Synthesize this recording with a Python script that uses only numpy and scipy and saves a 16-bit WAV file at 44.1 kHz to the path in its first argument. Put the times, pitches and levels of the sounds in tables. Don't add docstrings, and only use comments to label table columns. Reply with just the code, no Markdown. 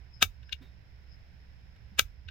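import sys
import numpy as np
from scipy import signal
from scipy.fft import rfft, irfft
from scipy.io import wavfile
from scipy.ndimage import uniform_filter1d

SR = 44100
rng = np.random.default_rng(int(sys.argv[2]) if len(sys.argv) > 2 else 0)


def wav_record(signal):
    frames = np.transpose(np.atleast_2d(signal))
    bounded = np.clip(frames, -1, 1)
    quanta = np.round(bounded * 32767).astype(np.int16)
    wavfile.write(sys.argv[1], SR, quanta)


N = 101430


def flint(t):
    # start in seconds, level in dB, lows below 1 kHz in dB,
    # body near 1.5 kHz in dB, treble in dB, crushing and chips in dB, right side in dB,
    # right side treble in dB.
    clicks = [(0.2258, 0.5, 3.5, 0, 2.5, 3.5, 0, 1), (0.431, -45.5, -21, 6.5, -13, 25, 1, -5),
              (.4930, -40.5, -20, 16, -14, 1.5, 1, -5), (0.5261, -17.5, -16, -20, -17, -14, -5.5, -0.5),
              (0.5287, -15, -20.5, -5.5, -14, 5.5, -5, 1), (1.7640, -53.5, 1, -1.5, -4, 7, 4, 8),
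              (1.9930, -0.5, -0.5, -1, 3.5, 1.5, 0.5, -3), (2.2873, -28.5, -11.5, 5, -19.5, 8.5, -0.5, -3)]
    # frequency in Hz, level over the direct crack in dB,
    # time to decay by 60 dB in seconds.
    modes = [(1282, 7, .042), (1560, 6, 0.024), (2299, 2.5, .045), (2645, 1.5, .042), (2825, 6, .028),
             (3130, -9, .035), (3438, -6, 0.016), (3680, 2.5, 0.037), (3750, -4, .03), (4180, -1.5, 0.032),
             (4540, -3, .04), (4802, 3, .025), (6250, 1, 0.036), (7000, -6.5, 0.038)]
    # frequency in Hz, left gain in dB, right gain in dB.
    crack_colour = [(96.97, -2.5, 5), (260, 0.5, 6.5), (325, -7, -5), (430, 6.5, 8), (736, 5.5, 3),
                    (1076, -0.5, 3), (1324, -4.5, 15.5), (1900, 1, 13), (2435, 19.5, 13.5),
                    (3000, 17, 10.5), (3800, 18.5, 5.5), (4610, 9, -8), (6320, 12, -11),
                    (9450, -1.5, -19.5), (13500, 5, -15), (15870, 1.5, -15.5)]
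    crack_db = 1
    crush_db, crush_rise_s, crush_treble_db = -19.5, .0036, -5
    split_db, split_s, split_end_s = -11.5, .0021, .0005
    debris_db, debris_s = -24.5, .0065

    drive = np.zeros((2, N))
    for start, db, low_db, body_db, treble_db, crumble_db, right_db, right_treble_db in clicks:
        age = t - start
        crush = grit() * swell(age, crush_rise_s, split_end_s)
        crush = colour(crush, [3000, 9000], [crush_db, crush_db + crush_treble_db])
        running = (age > 0) * np.exp(-np.maximum(age - split_s, 0) / split_end_s)
        split = undb(split_db) * rng.choice([-1, 1], N) * running
        debris = undb(debris_db) * grit() * swell(age, 1 / SR, debris_s)

        force = split + undb(crumble_db) * (crush + debris)
        force[int(start * SR)] += 1
        tone_db = [low_db, body_db, 0, 0, treble_db]
        force = undb(db) * colour(even(force), [1110, 1550, 2300, 3900, 8000], tone_db)
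        right = undb(right_db) * colour(force, [2800, 4200], [0, right_treble_db])
        drive += [force, right]

    ringing = sum(undb(db) * ring(drive, hz, t60) for hz, db, t60 in modes)
    hz, *sides_db = np.array(crack_colour).T
    snaps = [colour(side, hz, db) for side, db in zip(drive + ringing, sides_db)]
    return undb(crack_db) * np.array(snaps)


def grit():
    spread_db = 6
    sizes = undb(spread_db * rng.standard_normal(N))
    return unit(rng.choice([-1, 1], N) * sizes)


def even(x):
    band_bins = int(450 * N / SR)
    spectrum = rfft(x)
    power = uniform_filter1d(abs(spectrum) ** 2, size=band_bins)
    return irfft(spectrum / np.sqrt(uniform_filter1d(power, size=band_bins)), N)


def echoes(x, t):
    # frequency in Hz, gain in dB.
    echo_colour = [(200, 5), (1500, -1.5), (3000, -2.5), (7000, 1), (14000, 7)]
    near_db, near_s, gap_s = -18.5, .010, .009
    far_db, far_s = -29, .035
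    envelope = blow(t, gap_s, near_s) + undb(far_db) * blow(t, gap_s, far_s)
    out = []
    for side in x:
        tail = rng.standard_normal(N) * envelope
        tail = colour(tail / np.linalg.norm(tail), *np.array(echo_colour).T)
        out.append(signal.fftconvolve(side, tail)[:N])
    return undb(near_db) * np.array(out)


def hands(t):
    # start in seconds, level on the right in dB, pitch in Hz,
    # rise in seconds, decay in seconds.
    thud_rows = [(.232, -24.5, 85.4, 0.0093, 0.025), (0.264, -27.5, 42.1, 0.019, 0.03),
                 (.528, -33.5, 75, 0.011, 0.019), (0.608, -43, 253.4, 0.0031, 0.017),
                 (1.914, -46.5, 197.4, .004, 0.021), (2.015, -33, 90.3, 0.0053, 0.025),
                 (2.037, -34.5, 42.3, 0.009, 0.062), (2.257, -31.5, 78.1, 0.01, .05)]
    # start in seconds, level in dB, decay in seconds.
    rub_rows = [(.613, -54, .04)]
    # frequency in Hz, relative level in dB.
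    rub_colour = [(100, -4), (270, 2.5), (450, -4.5), (1000, -15), (2000, -9.5), (3400, -18), (3680, 1.5),
                  (4000, -14), (6500, -29), (10000, -36), (15000, -28)]
    thud_left_db, rub_rise_s = -9, .0085

    thuds = 0
    for start, db, hz, rise, fall in thud_rows:
        age = t - start
        thuds = thuds + undb(db) * blow(age, rise, fall) * np.sin(2 * np.pi * hz * age)
    friction = unit(colour(rng.standard_normal(N), *np.array(rub_colour).T))
    rubs = friction * sum(undb(db) * blow(t - start, rub_rise_s, fall) for start, db, fall in rub_rows)
    return undb([[thud_left_db], [0]]) * thuds + rubs


def chirps(t):
    # time of the envelope's peak in seconds, level before flutter in dB, pitch in Hz.
    call_rows = [(.160, -52, 5130), (.475, -59, 5130), (1.125, -54, 5150)]
    rise_s, fall_s, width_hz = .017, .022, 260
    right_db, flutter_db = -14, 3
    calls = sum(undb(db) * swell(t - peak, rise_s, fall_s) * narrow(hz, width_hz)
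                for peak, db, hz in call_rows)
    return undb([[0], [right_db]]) * calls * undb(flutter_db * walk(80))


def outdoors(t):
    return air(t) + hiss() + hum_and_whistle(t)


def air(t):
    # frequency in Hz, relative left level in dB, relative right level in dB.
    air_colour = [(20, -10.5, -3.5), (56.5, -3.5, 0), (110, -9.5, -6.5), (150, -14.5, -11.5),
                  (294, -30.5, -27), (700, -33.5, -27), (1240, -43, -33.5), (1496, -41.5, -25.5),
                  (2260, -41.5, -26), (3460, -37, -37), (4620, -39, -42), (5850, -42.5, -54),
                  (8400, -58.5, -60.5), (15300, -54, -54)]
    # time in seconds, level change in dB.
    air_course = [(0, 1.5), (.35, 0), (.9, 1), (1.25, 2), (1.9, 1.5), (2.15, -0.5)]
    level_db, shared_power, shared_hz = -55.5, .6, 400
    hz, *sides_db = np.array(air_colour).T
    share = shared_power / (1 + (hz / shared_hz) ** 2)
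    common = rng.standard_normal(N)
    sides = []
    for db in sides_db:
        shared = colour(common, hz, db + 10 * np.log10(share))
        separate = colour(rng.standard_normal(N), hz, db + 10 * np.log10(1 - share))
        sides.append(shared + separate)
    course_db = np.interp(t, *np.array(air_course).T)
    return undb(level_db + course_db) * unit(np.array(sides))


def hiss():
    left_db, right_db = -72.5, -17
    sides = np.array([narrow(5170, 260) for _ in range(2)])
    return undb([[left_db], [left_db + right_db]]) * sides


def hum_and_whistle(t):
    # mean frequency in Hz, then left and right levels in dB
    tones = [(65.3, -62.5, -49), (114.8, -68.5, -58), (167.5, -81.5, -68.5), (997, -92, -83)]
    # time in seconds, level change in dB.
    tone_course = [(0, -2.5), (.3, -3.5), (.7, 1.5), (.85, -4.5), (1.6, -3), (2.3, -3)]
    drift_hz, waver_db = 1.5, 3.5
    total = 0
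    for hz, left_db, right_db in tones:
        phase = 2 * np.pi * np.cumsum(hz + drift_hz * walk(17)) / SR
        tone = np.sqrt(2) * np.sin(phase)
        total = total + undb([[left_db], [right_db]]) * tone * undb(waver_db * walk(18))
    return total * undb(np.interp(t, *np.array(tone_course).T))


def undb(db):
    return 10 ** (np.asarray(db) / 20)


def unit(x):
    return x / np.sqrt(np.mean(x ** 2))


def colour(x, hz, db):
    size = 2 * N
    f = np.maximum(np.arange(N + 1) * SR / size, 1)
    gain_db = np.interp(np.log(f), np.log(hz), db)
    cepstrum = irfft(np.log(undb(gain_db)))
    cepstrum[1:N] *= 2
    cepstrum[N + 1:] = 0
    return irfft(rfft(x, size) * np.exp(rfft(cepstrum)))[:N]


def narrow(hz, width_hz):
    f = np.arange(N // 2 + 1) * SR / N
    response = 1 / (1 + ((f - hz) / width_hz) ** 2) ** 2
    return unit(irfft(rfft(rng.standard_normal(N)) * response, N))


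def walk(rate):
    k = int(SR / rate)
    steps = np.repeat(rng.standard_normal(N // k + 1), k)
    return unit(uniform_filter1d(steps, k)[:N])


def ring(x, hz, t60):
    pole = np.exp((2j * np.pi * hz - np.log(1000) / t60) / SR)
    return 2 * (1 - abs(pole)) * signal.lfilter([1], [1, -pole], x).real


def swell(age, rise, fall):
    return np.exp(np.maximum(np.minimum(age / rise, -age / fall), -60))


def blow(age, rise, fall):
    age = np.maximum(age, 0)
    return (1 - np.exp(-(age / rise) ** 2)) * np.exp(-age / fall)


def delay(x, seconds):
    f = np.arange(N // 2 + 1) * SR / N
    return irfft(rfft(x) * np.exp(-2j * np.pi * f * seconds), N)


def scene():
    t = np.arange(N) / SR
    left, right = flint(t)
    left_delay_s = .00009
    snaps = np.array([delay(left, left_delay_s), right])
    return snaps + echoes(snaps, t) + hands(t) + chirps(t) + outdoors(t)


def record(dry):
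    top_hz = 16200
    low_pass = signal.ellip(8, .2, 70, top_hz, fs=SR, output="sos")
    return signal.sosfilt(low_pass, np.tanh(dry))


dry = scene()
out = record(dry)
wav_record(out)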